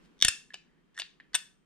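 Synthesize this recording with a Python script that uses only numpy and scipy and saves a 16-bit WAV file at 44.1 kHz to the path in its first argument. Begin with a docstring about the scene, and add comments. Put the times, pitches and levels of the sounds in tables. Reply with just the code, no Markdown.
"""A low shop murmur with a thin whine and a soft rustle comes first, made of flickering noise and a sine.
Then a loose handbrake lever is worked by hand: the pawl snaps over three teeth, with thuds and low thumps.
The release button and its rod then tap, rattle and snap back; a second rustle passes in between.
Each blow is a chatter of contacts that rings decaying steel modes and makes a broad click.
The shed answers with a short bright tail of fading noise; a two-port microphone picks it all up."""
import sys
import numpy as np
from scipy import signal
from scipy.fft import rfft, irfft
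from scipy.io import wavfile
from scipy.ndimage import uniform_filter1d

SR = 44100
rng = np.random.default_rng(int(sys.argv[2]) if len(sys.argv) > 2 else 0)


def persist_wave(psi):
    """Save psi, clipped to +-1, as 16-bit WAV."""
    counts = np.round(np.clip(psi, -1, 1) * 32767).astype(np.int16)
    wavfile.write(sys.argv[1], SR, np.atleast_2d(counts).T)


def undo_db(level):
    """Turn decibels back into plain size, where 20 dB means ten times bigger."""
    steps = np.asarray(level, float) / 20
    return 10 ** steps


N = 72765
T = np.arange(N) / SR  # time in s
FREQ_HZ = np.fft.rfftfreq(2 * N, 1 / SR)

# Levels are relative, ahead of the microphone's colour, unless a comment says otherwise.
# murmur spectrum: [f/Hz, density/dB per Hz]
MURMUR_SPECTRUM = [(15, -6), (38, -0.5), (60, -12), (85, -19.5), (125, -14), (160, 0.5), (230, -3.5),
                   (400, -9), (650, -21.5), (1200, -18.5), (1850, -21.5), (2800, -25.5), (5000, -35),
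                   (9000, -41), (16000, -45)]
# how loud the murmur is over time: [t/s, level/dB]
MURMUR_LEVEL = [(0, -62), (.1, -63.5), (.2, -64.5), (.5, -69), (.8, -69.5), (1.1, -69.5), (1.4, -68),
                (1.65, -71)]
MURMUR_LIKENESS = 0.15  # share of noise power common to both ports
FLICKER_DB = 1.5  # spread of each band's level before slewing
WHINE_HZ, WHINE_DB = 3141, -88.5
# rustles of cloth or skin: [start t/s, length/s, typical level/dB, centre f/Hz]
RUSTLES = [(0.018, 0.067, -76, 2530), (0.643, 0.193, -80, 1813)]

# the pawl snaps over a tooth: [t/s, level/dB, rod ring/dB, treble/dB, chatter/s]
SNAPS = [(0.2235, -9, -19, -6.5, 0.0025), (0.2484, -12, -8, 1, 0.0024), (0.2825, -14, -12, 1.5, 0.0031)]
# button and rod knock inside the lever: [t/s, level/dB, rod ring/dB, treble/dB, chatter/s]
BUTTON_BLOWS = [(0.5363, -44.5, -1, -13.5, 0.0052), (0.5417, -32, -3.5, -8, 0.0023),
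                (.5545, -42, -25, -18.5, .002), (0.945, -60, -3.5, -6.5, 0.021),
                (.966, -56.5, 10, -2.5, 0.014), (0.9766, -41.5, 6, -6.5, .004), (0.9888, -41, 9, 5, 0.0041),
                (0.9978, -29, -20, -3.5, 0.0054), (1.015, -41.5, 3, -17, 0.0036),
                (1.0193, -32, -38, -13.5, 0.0007), (1.0265, -60, 7, -23, 0.0015),
                (1.333, -47.5, 6.5, -9.5, .008), (1.3444, -25, 3.5, -2, 0.0047),
                (1.3509, -23, -22, 6, 0.0053)]
# light taps of the rod: [t/s, level/dB, push/s]
TAPS = [(0.5043, -31.5, 0.005), (0.519, -54, 0.0012), (0.5244, -51, 0.0011), (.9505, -56, .001),
        (0.958, -35.5, 0.0095), (1.188, -75, .003), (1.2002, -41, 0.00039), (1.206, -43, .001),
        (1.22, -65, 0.0005)]
# the lever's mass thuds in the hands: [t/s, level/dB before its swell]
THUDS = [(0.222, -26), (0.2468, -21), (0.2832, -43), (1.343, -42.5)]
# low thumps, mostly on the left port, added after the microphone's colour: [t/s, level/dB, length/s]
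THUMPS = [(.2545, -31, .004), (.2635, -41, .007), (.289, -35, .004)]

# ringing modes of the lever: [f/Hz, level/dB, time to fall 60 dB/s]
LEVER_MODES = [(2400, -32, 0.0084), (2771, -9.5, 0.06), (3003, -1.5, .018), (3560, -3, .015),
               (3570, 10, 0.006), (4314, 1.5, 0.0057), (5430, -1.5, .02), (5974, -7.5, .025),
               (6020, -8, 0.013), (7155, -10, 0.0063), (8310, -1, 0.018), (9300, -10.5, 0.032),
               (10890, -24, 0.045), (12700, -27.5, .015)]
# ringing modes of the release rod and its spring: [f/Hz, level/dB, time to fall 60 dB/s]
ROD_MODES = [(1396, -11, 0.005), (1738.5, -3.5, 0.049), (1826.6, 0, 0.04), (1983, -9, .03)]
# toothed plate, rung by the pawl: [f/Hz, level/dB, time to fall 60 dB/s]
PLATE_MODES = [(725, -27, .05), (2745, -18, .38), (2700, -21, .33), (3540, -26, .3), (3590, -28, .28)]
# button cap, rung by its knocks: [f/Hz, level/dB, time to fall 60 dB/s]
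BUTTON_MODES = [(402, -26.5, 0.031), (762, -18, 0.028), (956, -12.5, 0.015), (1090, -43, 0.0088),
                (4700, -17.5, 0.14)]
TREBLE_HZ = 4920  # lever's treble tilt: none an octave below, full here, 1.5 times half an octave above
SCATTER_DB = 4  # mode strengths vary by this from blow to blow
FIRST_CONTACT = 0.35  # force of the first touch
LEVER_LOW_HZ = 1300  # lever and rod radiate little below
THIN_HZ = 300  # small steel parts radiate no bass

# click of a contact: gain, lower and upper edges, weak low body
CRACK_DB, CRACK_LOW_HZ, CRACK_HIGH_HZ, CRACK_BODY_DB = 18.5, 2500, 8800, -18.5
# faint copies lead up to the first snap: level, level step from copy to copy, decay, spacing
LEAD_FIRST_DB, LEAD_FADE_DB, LEAD_DECAY_S, LEAD_STEP_S = -22, -13, 0.008, 0.0107
TAP_TICK_DB, TICK_PUSH_S = 7.5, 0.0003  # slower pushes weaken the tick
THUMB_T60_S = 0.03  # the thumb damps the rod
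THUD_HZ, THUD_T60_S = 185, 0.016
THUMP_RIGHT_DB = -16.5  # right port against left

# shed tail: [centre f/Hz, level/dB, time to fall 60 dB/s]
SHED_BANDS = [(247, -14, 0.3), (700, -14.5, 0.18), (1540, -1.5, 0.32), (3240, -8, 0.28), (5585, -14, .34),
              (10000, -24.5, .3), (13500, -19.5, .28)]
SHED_DELAY_S = 0.004  # silent until here, full at twice this
SHED_LIKENESS = 0.48  # share of noise power common to both ports
SHED_BEND = 0.99  # below 1: the fall slows very slightly
RING_TO_SHED_DB = -9  # the modes beam at the microphone, the shed hears mostly the click

# level balance of the ports: [f/Hz, left minus right/dB]
LEFT_BALANCE = [(200, 0), (1300, -1.5), (2400, .5), (4400, 3), (8100, 5), (12000, 0)]
# how far the left port leads: [f/Hz, phase/radians]
LEFT_LEAD = [(0, 0.55), (3900, 1.1), (6500, 1.8), (8300, 1.2), (11000, 2.1), (16000, 2.6)]
# microphone roll-off: [f/Hz, gain/dB]
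MICROPHONE = [(10500, 1), (13000, -3), (16000, -7.5)]
CEILING, TOP_HZ = 0.75, 16300  # soft limit of the peaks, and upper edge of the sound


def shape(x, gain):
    """Multiply the spectrum by a gain."""
    return irfft(rfft(x, 2 * N) * gain)[..., :N]


def colour(table):
    """Gain at every frequency from (f/Hz, dB) points."""
    hz, db = np.array(table, float).T[:2]
    return undo_db(np.interp(np.log(FREQ_HZ + 1), np.log(hz), db))


def band(centre_hz, octaves):
    """Bell-shaped band gain."""
    return np.exp(-(np.log2((FREQ_HZ + 1) / centre_hz) / octaves) ** 2)


def highpass(x, order, hz):
    """Remove what lies below a frequency."""
    return signal.sosfilt(signal.butter(order, hz, "highpass", fs=SR, output="sos"), x)


def unit(x):
    """Scale to rms 1."""
    return x / np.sqrt(np.mean(x ** 2))


def pair(likeness):
    """Two noises that share a part of their power."""
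    common, own = rng.standard_normal(N), rng.standard_normal((2, N))
    return np.sqrt(likeness) * common + np.sqrt(1 - likeness) * own


def walk(rate):
    """Random levels held 1 / rate s and slewed."""
    k = int(SR / rate)
    held = np.repeat(rng.standard_normal(N // k + 1), k)
    return uniform_filter1d(held, k)[:N]


def fall(t, t60):
    """Exponential decay that falls 60 dB in t60."""
    return np.exp(-np.log(1000) * t / t60)


def ring(modes, extra_db):
    """Impulse response of a struck part: a sum of decaying sines."""
    hz, db, t60 = np.array(modes, float).T[:, :, None]
    t = T[:SR // 3]
    return np.sum(undo_db(db + extra_db[:, None]) * fall(t, t60) * np.sin(2 * np.pi * hz * t), axis=0)


def add(out, at_s, sound):
    """Mix a sound in at a time."""
    i = int(at_s * SR)
    out[..., i:i + sound.shape[-1]] += sound[..., :N - i]


def murmur():
    """Shop noise: octave bands of coloured noise whose levels flicker separately."""
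    noise = unit(shape(pair(MURMUR_LIKENESS), colour(MURMUR_SPECTRUM)))
    centres_hz = 30 * 2.0 ** np.arange(10)
    flickering = sum(shape(noise, band(hz, 1.0)) * undo_db(FLICKER_DB * walk(9.8)) for hz in centres_hz)
    return unit(flickering) * undo_db(np.interp(T, *np.array(MURMUR_LEVEL).T))


def whine():
    """A thin steady sine."""
    return undo_db(WHINE_DB) * np.sin(2 * np.pi * WHINE_HZ * T)


def rustles():
    """Cloth or skin: swelling bands of noise with a fast uneven level."""
    out = np.zeros((2, N))
    for (s, length, db, hz), octaves in zip(RUSTLES, (1.6, 0.25)):
        arch = np.sin(np.pi * np.clip((T - s) / length, 0, 1))
        window = np.clip(arch * 2, 0, 1)
        noise = unit(shape(pair(0.76), band(hz, octaves)))
        out += undo_db(db + 3.83 * walk(110)) * window * noise
    return out


def crack(force, high_hz):
    """The broad click of a contact: its force between two edges, with a weak low body."""
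    click = highpass(force, 4, CRACK_LOW_HZ) + undo_db(CRACK_BODY_DB) * force
    return signal.sosfilt(signal.butter(4, np.clip(high_hz, 3000, 16000), fs=SR, output="sos"), click)


def blow(part, db, rod_db, treble_db, chatter_s):
    """A first contact and dying chatter strike lever, rod and a part; rows are ring and click."""
    t = T[:1024]
    force = rng.standard_normal(1024) * np.exp(-t / max(chatter_s, 2e-4))
    force = force / np.sqrt(np.sum(force ** 2))
    force[0] = FIRST_CONTACT
    tilt_db = treble_db * np.clip(np.log2(np.array(LEVER_MODES)[:, 0] / TREBLE_HZ) + 1, 0, 1.5)
    lever_ring = ring(LEVER_MODES, tilt_db + SCATTER_DB * rng.standard_normal(len(LEVER_MODES)))
    rod_ring = ring(ROD_MODES, rod_db + SCATTER_DB * rng.standard_normal(len(ROD_MODES)))
    body = highpass(lever_ring + rod_ring, 4, LEVER_LOW_HZ)
    part_ring = ring(part, np.zeros(len(part)))
    rung = signal.fftconvolve(force, body + part_ring)[:SR // 3] / 2
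    # more treble also opens the click's upper edge
    padded = np.pad(force, (0, SR // 3 - 1024))
    click = undo_db(CRACK_DB) * crack(padded, CRACK_HIGH_HZ * 2 ** (treble_db / 14))
    return undo_db(db) * np.array([rung, click])


def pawl_snaps():
    """The pawl strikes the toothed plate; four faint copies lead up to the first snap."""
    out = np.zeros((2, N))
    for k, (s, *how) in enumerate(SNAPS):
        sound = blow(PLATE_MODES, *how)
        add(out, s, sound)
        if k == 0:
            short = sound * np.exp(-T[:SR // 3] / LEAD_DECAY_S)
            for step in range(4):
                add(out, s - (step + 1) * LEAD_STEP_S, undo_db(LEAD_FIRST_DB + step * LEAD_FADE_DB) * short)
    return out


def shed(dry):
    """Diffuse tail: each band of noise decays at its own rate, set off by the dry sound."""
    noise, tail = pair(SHED_LIKENESS), 0
    for hz, db, t60 in SHED_BANDS:
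        decay = np.exp(-np.log(1000) * (T / t60) ** SHED_BEND)
        tail = tail + undo_db(db) * shape(noise, band(hz, 0.94)) * decay
    tail = tail * np.clip(T / SHED_DELAY_S - 1, 0, 1) / np.sqrt(SR / 40)
    return signal.fftconvolve(tail, dry[None], axes=1)[:, :N]


def hand_thuds():
    """The lever's mass thuds in the hands: a low decaying sine with a soft start."""
    out, t = np.zeros(N), T[:SR // 3]
    for s, db in THUDS:
        swell = 1 - np.exp(-t * THUD_HZ * 2)
        add(out, s, ring([(THUD_HZ, db, THUD_T60_S)], np.zeros(1)) * swell)
    return out


def low_thumps():
    """Single low pulses with a negative peak, mostly on the left port."""
    out = np.zeros((2, N))
    for s, db, length in THUMPS:
        u = (T - s) / length
        pulse = (1 - u ** 2) * np.exp(-u ** 2)
        out -= undo_db(db) * np.array([[1], [undo_db(THUMP_RIGHT_DB)]]) * pulse
    return out


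def rod_taps():
    """A push swells the thumb-damped rod and makes a small tick; rows are ring and click."""
    out, t = np.zeros((2, N)), T[:SR // 3]
    for s, db, push_s in TAPS:
        chance = rng.standard_normal(400)
        swell = (1 - np.exp(-t / push_s)) * fall(t, THUMB_T60_S)
        add(out[0], s, undo_db(db) * swell * ring(ROD_MODES, SCATTER_DB * chance[:len(ROD_MODES)]))
        tick = crack(chance * np.exp(-t[:400] / 0.0031), 3330.0)
        add(out[1], s, undo_db(db + TAP_TICK_DB) / (1 + push_s / TICK_PUSH_S) * tick)
    return out


def button_blows():
    """Button and rod knock inside the lever and ring the button cap too."""
    out = np.zeros((2, N))
    for s, *how in BUTTON_BLOWS:
        add(out, s, blow(BUTTON_MODES, *how))
    return out


def microphone(x):
    """Two ports differ in level and phase and share one treble colour."""
    lean = np.sqrt(colour(LEFT_BALANCE))
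    lag = np.exp(-1j * np.interp(FREQ_HZ, *np.array(LEFT_LEAD).T))
    ports = np.array([lean + 0j, lag / lean])
    return shape(x, ports * colour(MICROPHONE))


def scene():
    """Murmur, whine, rustles, the lever with its shed tail, and the thumps."""
    background = murmur() + whine() + rustles()
    rung, click = highpass(pawl_snaps() + rod_taps() + button_blows(), 3, THIN_HZ)
    rung = rung + hand_thuds()
    tail = shed(click + undo_db(RING_TO_SHED_DB) * rung)
    return microphone(rung + click + tail + background) + low_thumps()


def roll_off(x):
    """The treble ends steeply here."""
    return signal.sosfilt(signal.butter(12, 16500, fs=SR, output="sos"), x)


def record(dry):
    """The camera rounds the highest peaks and cuts the top."""
    rounded = CEILING * np.tanh(dry / CEILING)
    mix = signal.sosfilt(signal.ellip(8, 0.2, 70, TOP_HZ, fs=SR, output="sos"), rounded)
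    return roll_off(mix)


dry = scene()
out = record(dry)
persist_wave(out)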